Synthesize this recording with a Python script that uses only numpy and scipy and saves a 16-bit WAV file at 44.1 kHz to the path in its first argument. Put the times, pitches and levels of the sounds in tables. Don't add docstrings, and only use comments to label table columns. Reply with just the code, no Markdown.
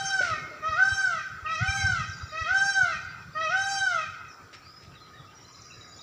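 import sys
import numpy as np
from scipy import signal
from scipy.fft import rfft, irfft, next_fast_len
from scipy.io import wavfile
from scipy.ndimage import uniform_filter1d, map_coordinates

SR = 44100
rng = np.random.default_rng(int(sys.argv[2]) if len(sys.argv) > 2 else 0)


def log_audio(samples):
    frames = np.atleast_2d(samples).T
    limited = np.clip(frames, -1, 1)
    pcm = np.round(limited * 32767).astype(np.int16)
    wavfile.write(sys.argv[1], SR, pcm)


def decibels_to_gain(level_db):
    exponent = np.asarray(level_db, float) / 20
    return 10 ** exponent


N = 265746
LEAD = 26000

# [freq_hz, level_db]
HUSH_COLOUR = [(400, -36.5), (720, -17), (1300, -11.5), (1550, -12.5), (2000, -14.5), (3000, -24.5),
               (4000, -25), (5600, -17.5), (6500, -29), (7200, -23), (8000, -38), (13000, -41),
               (14800, -35), (15400, -33)]
# [centre_hz, width_hz, level_db]
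INSECTS = [(1248, 67, -1.5), (2340, 37, -16)]
# [freq_hz, level_db_per_hz]
ROAD_COLOUR = [(150, -25), (250, -1), (400, -1.5), (600, -6.5), (750, -6.5), (1000, -51)]
# [peak_s, swell_db, width_s]
PASSES = [
    (.4, 9.5, 0.43),
    (2.6, 2, .3),
    (4.8, 2.5, .6),
]

# [start_s, peak_db, pitch_hz]
PUFFS = [(0.029, -40.5, 152), (0.409, -40.5, 142), (0.679, -32, 94.4), (0.909, -28.5, 91.6),
         (1.417, -38, 81), (1.601, -28.5, 158.6), (1.605, -18.5, 113), (1.674, -23, 81), (1.828, -21.5, 87),
         (1.911, -27, 103.3), (2.077, -32, 97), (2.219, -30, 88), (2.402, -31.5, 79), (2.504, -37, 84.5),
         (2.643, -43, 159), (2.817, -40.5, 161), (2.818, -37, 101), (2.952, -42.5, 79), (3.345, -48, 145),
         (3.48, -45, 152), (3.618, -52, 113), (3.789, -42.5, 117.3), (4.068, -41.5, 105),
         (4.865, -41, 105.4), (5.186, -44.5, 137.6)]
# [freq_hz, level_db_per_hz]
FLUTTER_COLOUR = [(15, -62.5), (25, -30.5), (62, -13.5), (91, -4.5), (119, -6), (177, -9.5), (260, -29),
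                  (340, -67.5), (570, -120)]
# [peak_s, level_db, rise_s, fall_s]
GUSTS = [
    (.1, -51.5, 0.41, 0.6),
    (1.8, -36, 0.15, 0.28),
    (2.92, -48.5, 0.16, .3),
]

# [start_s, scrape_db, length_s, thud_db]
SCUFFS = [
    (0.207, -40, 0.11, -38.5),
    (4.527, -44.5, 0.032, -64),
    (4.816, -56, 0.04, -80),
]
# [freq_hz, level_db_per_hz]
GRIT_COLOUR = [(900, -11.5), (2000, 3), (3500, -4), (5800, -6), (8000, -20.5), (15000, -49.5)]

# [start_s, length_s, first_hz, last_hz, level_db]
WHISTLES = [(.35, 0.16, 2213, 2140, -54), (.51, .08, 610, 600, -54), (1.46, 0.044, 2816, 2374, -46.5),
            (1.68, .03, 2400, 2370, -38.5), (1.77, 0.11, 2260, 2100, -46.5), (2.85, 0.3, 4210, 4066, -65.5),
            (3.03, 0.1, 4720, 4720, -64), (3.33, .09, 4738, 4790, -64), (4.28, 0.068, 6280, 5040, -65.5),
            (4.54, .04, 5570, 5340, -63.5), (5.13, 0.096, 1720, 1905, -67), (5.27, 0.054, 2630, 2750, -69),
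            (5.35, 0.053, 5940, 5600, -65)]
# [start_s, length_s, first_hz, last_hz, level_db]
SLURS = [
    (4.95, 0.047, 3890, 3130, -62.5),
    (5.0, 0.068, 4190, 3700, -62.5),
    (5.14, 0.075, 3860, 3250, -62.5),
    (5.4, .04, 5480, 5720, -65),
    (5.702, 0.025, 2760, 2400, -55.5),
]
# [start_s, length_s, first_hz, held_hz, level_db, climb_s]
HELD_WHISTLE = (4.615, .225, 4200, 5115, -66, .031)
# [start_s, end_s, level_db, swell_db]
TRILLS = [
    (1.554, 2.361, -50.5, 0.5),
    (5.438, 6.05, -52, 5),
]
# [delay_s, first_hz, last_hz, length_s, level_db, pitch_fall_over_phrase_0_to_1]
TRILL_TURN = [
    (0, 6500, 4900, .008, 2, .02),
    (.008, 3850, 4020, .035, -3, .08),
    (.026, 5050, 4780, .03, 0, .05),
    (-.02, 7050, 6880, .045, -8, .025),
    (.045, 5900, 5200, .025, -4, .03),
]
TURN_S = .0905

# [start_s, low_note_s, arch_s, top_pitch_hz, level_db]
CRIES = [
    (-.3, 0.13, .5, 784.5, -0.5),
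    (.615, 0.13, .42, 785.7, -1),
    (1.44, 0.14, 0.42, 789.2, 0),
    (2.315, .145, .46, 790.8, 0.5),
    (3.345, .14, 0.52, 789.3, 1),
]
# [share_of_note, pitch_over_top_pitch, effort_db, brightness_db]
LOW_NOTE = [(0, 0.78, -9.5, -45), (.19, 0.79, -2, -40.5), (.52, .827, -1.5, -40), (1.001, 0.78, -1.5, -37)]
# [share_of_arch, pitch_over_top_pitch, effort_db, brightness_db]
ARCH = [(0, .945, 1, -53), (.1, .979, 1, -40), (.24, .996, 0, -41.5), (.4, 1.0005, 1, -38),
        (.62, .972, -1, -45), (.78, .877, 0.5, -49.5), (.93, .796, -2.5, -42), (0.998, .752, -13.5, -42.5)]
# [freq_hz, level_db]
CHEST = [(600, -47), (790, -40.5), (1200, -32.5), (1380, -32.5), (1500, -25), (1580, -27.5), (1900, -38.5),
         (2150, -46), (2360, -62)]
# [freq_hz, level_db]
THROAT = [(2300, 17.5), (2600, -4), (3200, -6), (4000, -7), (4700, -11), (5500, -5.5), (6300, -7),
          (7000, -15.5), (8000, -18.5), (10000, -31), (12000, -37.5), (15500, -54.5)]
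# [fundamental_low_note_db, fundamental_top_db, fundamental_fall_db,
# partials_4_and_5_db, third_partial_db as the beak opens at the brink]
FACING = [(-4, -0.5, 0, -2.5, 12), (3, -6.5, -2.5, -0.5, 4), (-8, 2, -9, -1.5, 3), (-3, 1, -1, -0.5, 13),
          (3, 0.5, -0.5, 0, 6)]
MOMENTS = [-.2, .05, .35, .62, .85]
# [low_note_db, leap_db, top_db, brink_db, fall_db]
PUSH = [(-4.5, 1.5, -10.5, 0.3, 1.5), (3, 3.5, 0.5, 1.5, 3.5), (2.5, -8, 0, -3.6, -1),
        (-3, 0.5, -1.5, 1.4, -1.5), (0, -3.5, -10.5, -2.8, -0.5)]

# [freq_hz, t60_s]
BUSHES_DECAY = [(600, 0.1), (1500, 0.28), (4000, 0.27), (8000, 0.54), (14000, 0.15)]
# [freq_hz, level_db]
BUSHES_COLOUR = [(600, -7), (1400, -3), (3000, -1), (7000, 0), (14000, -4.5)]
# [freq_hz, t60_s]
TREES_DECAY = [(600, 0.36), (1250, 1.42), (1600, 1.26), (2200, 0.88), (4000, 0.86), (8000, 0.7),
               (14000, 0.1)]
# [freq_hz, level_db]
TREES_COLOUR = [(600, 0), (1250, -2.5), (1600, -6), (2200, 3), (3000, 0), (7000, 6.5), (14000, -29)]
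# [freq_hz, level_db]
FOLIAGE = [(600, 3), (1500, 0.5), (2500, -10.5), (5000, -13), (12000, -2)]
# [centre_hz, width_hz, depth_0_to_1]
PORT = (6560, 310, 0.82)


def unit(x):
    return x / np.sqrt(np.mean(x ** 2) + 1e-20)


def along(points, hz):
    f, v = np.transpose(points)
    return np.interp(np.log(hz + 1), np.log(f + 1), v)


def wobble(rate, size=N):
    knots = rng.standard_normal(int(size * rate / SR) + 4)
    return map_coordinates(knots, [np.arange(size) * rate / SR])


def noise(gain, size=N):
    m = next_fast_len(size + 8192)
    spectrum = rfft(rng.standard_normal(m)) * gain(np.fft.rfftfreq(m, 1 / SR))
    return unit(irfft(spectrum, m)[:size])


def sine(hz):
    return np.sin(2 * np.pi * np.cumsum(hz) / SR)


def add(track, s, x):
    part = track[round(s * SR) + LEAD:][:len(x)]
    part += x[:len(part)]


def hush():
    hiss = noise(lambda f: decibels_to_gain(along(HUSH_COLOUR, f)) * (f < 15550), size=N + 512)
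    z = signal.stft(hiss, nperseg=512)[2]
    streaks = uniform_filter1d(uniform_filter1d(rng.standard_normal(z.shape), 2, 0), 22, 1)
    patches = uniform_filter1d(uniform_filter1d(rng.standard_normal(z.shape), 9, 0), 9, 1)
    depth = np.clip(2 - np.arange(len(z)) / 48, .25, 1)[:, None]
    texture_db = depth * (3.97 * unit(streaks) + 2.9 * unit(patches))
    leaves = unit(signal.istft(z * decibels_to_gain(texture_db), nperseg=512)[1][:N])
    leaves_db = -53.0 - .5 * np.arange(N) / SR
    drone = noise(lambda f: sum(decibels_to_gain(db) / (1 + (2 * (f - hz) / w) ** 2) for hz, w, db in INSECTS))
    return decibels_to_gain(leaves_db) * leaves + decibels_to_gain(-58.5 + 2.1 * wobble(5.5)) * drone


def road():
    now = np.arange(N) / SR
    db = -62.5 + sum(swell_db * np.exp(-((now - s) / width) ** 2) for s, swell_db, width in PASSES)
    return decibels_to_gain(db + 1.97 * wobble(7)) * noise(lambda f: decibels_to_gain(along(ROAD_COLOUR, f)))


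def wind():
    track = np.zeros(N + LEAD)
    t, now = np.arange(SR // 10) / SR, np.arange(N) / SR
    for s, db, hz in PUFFS:
        thump = np.exp(-((t - .02) / 0.0095) ** 2) * np.cos(2 * np.pi * hz * (t - .02))
        add(track, s, decibels_to_gain(db) * thump)
    calm = decibels_to_gain(-53.5 - 0.56 * now)
    gusts = [decibels_to_gain(db) * np.exp(-np.maximum((s - now) / rise, (now - s) / fall)) for s, db, rise, fall in GUSTS]
    strength = np.linalg.norm([calm, *gusts], axis=0)
    flutter = unit(decibels_to_gain(3.94 * wobble(18)) * noise(lambda f: decibels_to_gain(along(FLUTTER_COLOUR, f))))
    return track[LEAD:] + strength * flutter


def scuffs():
    track = np.zeros(N + LEAD)
    t = np.arange(SR // 4) / SR
    for s, db, length, thud_db in SCUFFS:
        grains = noise(lambda f: decibels_to_gain(along(GRIT_COLOUR, f)), size=len(t)) * decibels_to_gain(2.8 * wobble(400, size=len(t)))
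        envelope = np.minimum(t / 0.01, 1) / (1 + (t / length) ** 4)
        add(track, s, decibels_to_gain(db) * grains * envelope)
        add(track, s, decibels_to_gain(thud_db + 12 - 60 * t / 0.076) * np.sin(2 * np.pi * 590 * t))
    return track


def whistle(length, first_hz, last_hz, db, droops):
    t = np.arange(0, length, 1 / SR)
    u = t / length
    fade = np.clip(np.minimum(t, length - t) / 0.0047, 0, 1)
    if droops:
        done, shape_db = u ** 1.924, -4 * (2 * u - 1) ** 2
    else:
        done, shape_db = 1 - (1 - u) ** 2.6, 10.5 * (.5 - u)
    quaver = 1 + .006 * wobble(90, size=len(t))
    hz = (first_hz + (last_hz - first_hz) * done) * quaver
    return fade * decibels_to_gain(db + 5.0 + shape_db + 1.9 * wobble(60, size=len(t))) * sine(hz)


def held_whistle(length, first_hz, held_hz, db, climb):
    t = np.arange(0, length, 1 / SR)
    hz = held_hz - (held_hz - first_hz) * np.exp(-(t / climb) ** 1.4 / 2)
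    swell = np.sin(np.pi * t / length) ** 0.59
    return decibels_to_gain(db + 8.0 + 2.6 * wobble(57, size=len(t))) * swell * sine(hz)


def trill_note(first_hz, last_hz, length, pitch_scale):
    u = np.arange(int(length * SR)) / (length * SR)
    hz = (last_hz + (first_hz - last_hz) * (1 - u) ** 2) * pitch_scale
    burr = 1 + .8 * wobble(260, size=len(u))
    return np.minimum(u * 8, 1) * (1 - u) * burr * sine(hz)


def songbirds():
    track = np.zeros(N + LEAD)
    for table, droops in ((WHISTLES, False), (SLURS, True)):
        for s, *note in table:
            add(track, s, whistle(*note, droops))
    add(track, HELD_WHISTLE[0], held_whistle(*HELD_WHISTLE[1:]))
    for start, end, db, swell_db in TRILLS:
        for s in np.arange(start, end, TURN_S):
            early = .5 - (s - start) / (end - start)
            for delay, first_hz, last_hz, length, note_db, sink in TRILL_TURN:
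                note = trill_note(first_hz, last_hz, length, 1 + sink * early)
                level_db = db + note_db - swell_db * early + rng.normal(0, 1.6)
                add(track, s + delay, decibels_to_gain(level_db) * note)
    return track


def phrase(rows, smooth, edge):
    s, *cols = np.transpose(rows)
    t = np.arange(s[0], s[-1], 1 / SR)
    fade = np.clip(np.minimum(t - s[0], s[-1] - t) / edge, 0, 1)
    width = int(smooth * SR) + 1
    return fade, [uniform_filter1d(np.interp(t, s, c), width, mode="nearest") for c in cols]


def cry(start, low_s, arch_s, top_hz, level_db, facing, push):
    arch_at = low_s + .043
    rows = [(u * low_s, *rest) for u, *rest in LOW_NOTE]
    rows += [(arch_at + u * arch_s, *rest) for u, *rest in ARCH]
    fade, (pitch, effort_db, high_db) = phrase(rows, smooth=0.025, edge=0.011)
    hz = pitch * top_hz
    size = len(hz)
    glide = uniform_filter1d(np.clip(np.abs(np.gradient(hz)) * SR / 600 - .6, 0, 1), 700)
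    hz = hz * (1 + 0.00044 * wobble(45.1, size) + 0.01 * glide * wobble(150, size))
    k = np.arange(1, 21)[:, None]
    slack_db = 2.303 * np.clip(1 - hz / 785, 0, 1) * (k * hz / 1000) ** 2
    gain = decibels_to_gain(along(THROAT, k * hz) - slack_db) * (k * hz < SR / 2.8)
    gain[:3] = decibels_to_gain(along(CHEST, k[:3] * hz) + effort_db)
    share = (np.arange(size) / SR - arch_at) / arch_s
    fading_db = 2.5 * wobble(17.6, size)
    gain[0] *= decibels_to_gain(np.interp(share, MOMENTS[::2], facing[:3]) + fading_db)
    gain[1] *= decibels_to_gain(np.interp(share, MOMENTS, push))
    gain[2] *= decibels_to_gain(facing[4] * np.interp(share, MOMENTS[2:], [0, 1, 0]))
    gain[3:5] *= decibels_to_gain(facing[3])
    gain[3:] *= decibels_to_gain(high_db) / np.linalg.norm(gain[3:], axis=0)
    flicker_db = np.minimum(0.6 + 0.64 * k, 2.5) * np.array([wobble(36.17, size) for _ in k])
    phase = 2 * np.pi * (k * np.cumsum(hz) / SR + rng.random(k.shape))
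    partials = gain * decibels_to_gain(flicker_db) * np.sin(phase)
    return np.sqrt(2) * decibels_to_gain(level_db) * fade * np.sum(partials, axis=0)


def peacock():
    track = np.zeros(N + LEAD)
    for row, facing, push in zip(CRIES, FACING, PUSH):
        add(track, row[0], cry(*row, facing, push))
    return track


def screened(x):
    m = next_fast_len(len(x))
    return irfft(rfft(x, m) * decibels_to_gain(along(FOLIAGE, np.fft.rfftfreq(m, 1 / SR))), m)[:len(x)]


def echoes(x, decay, colour, gap, sway):
    size = SR + SR // 2
    scatter = rng.standard_normal((2, size)) * decibels_to_gain(3.43 * wobble(35.8, size))
    hz, t, z = signal.stft(scatter, SR, nperseg=256)
    tail_db = along(colour, hz)[:, None] - 60 * t / along(decay, hz)[:, None]
    tails = signal.istft(z * decibels_to_gain(tail_db), SR, nperseg=256)[1]
    tails = np.pad(tails / np.linalg.norm(tails[0]), ((0, 0), (int(gap * SR), 0)))
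    first, second = signal.fftconvolve(x[None], tails, axes=1)[:, :len(x)]
    turn = sway * wobble(9, size=len(x))
    return np.cos(turn) * first + np.sin(turn) * second


def scene():
    loud, small, feet = peacock(), songbirds(), scuffs()
    to_bushes = decibels_to_gain(-0.5) * loud + decibels_to_gain(-1.0) * small
    to_trees = decibels_to_gain(-9.5) * loud + decibels_to_gain(-9.5) * small + decibels_to_gain(-14) * feet
    near = echoes(to_bushes, BUSHES_DECAY, BUSHES_COLOUR, gap=.004, sway=1.135)
    far = echoes(to_trees, TREES_DECAY, TREES_COLOUR, gap=.03, sway=3.56)
    garden = screened(loud) + decibels_to_gain(2.5) * small + feet + near + far
    return (garden[LEAD:] + wind() + road() + hush())[None]


def band_limit(x):
    return signal.sosfilt(signal.butter(12, 16570, fs=SR, output="sos"), x)


def record(dry):
    hz, width_hz, depth = PORT
    m = next_fast_len(N + 4096)
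    offset = (np.fft.rfftfreq(m, 1 / SR) - hz) / width_hz * 2
    dip = 1 - np.clip(depth, 0, 1) * np.exp(-offset ** 2)
    mix = irfft(rfft(dry, m) * dip, m)[:, :N]
    return band_limit(mix)


dry = scene()
out = record(dry)
log_audio(out)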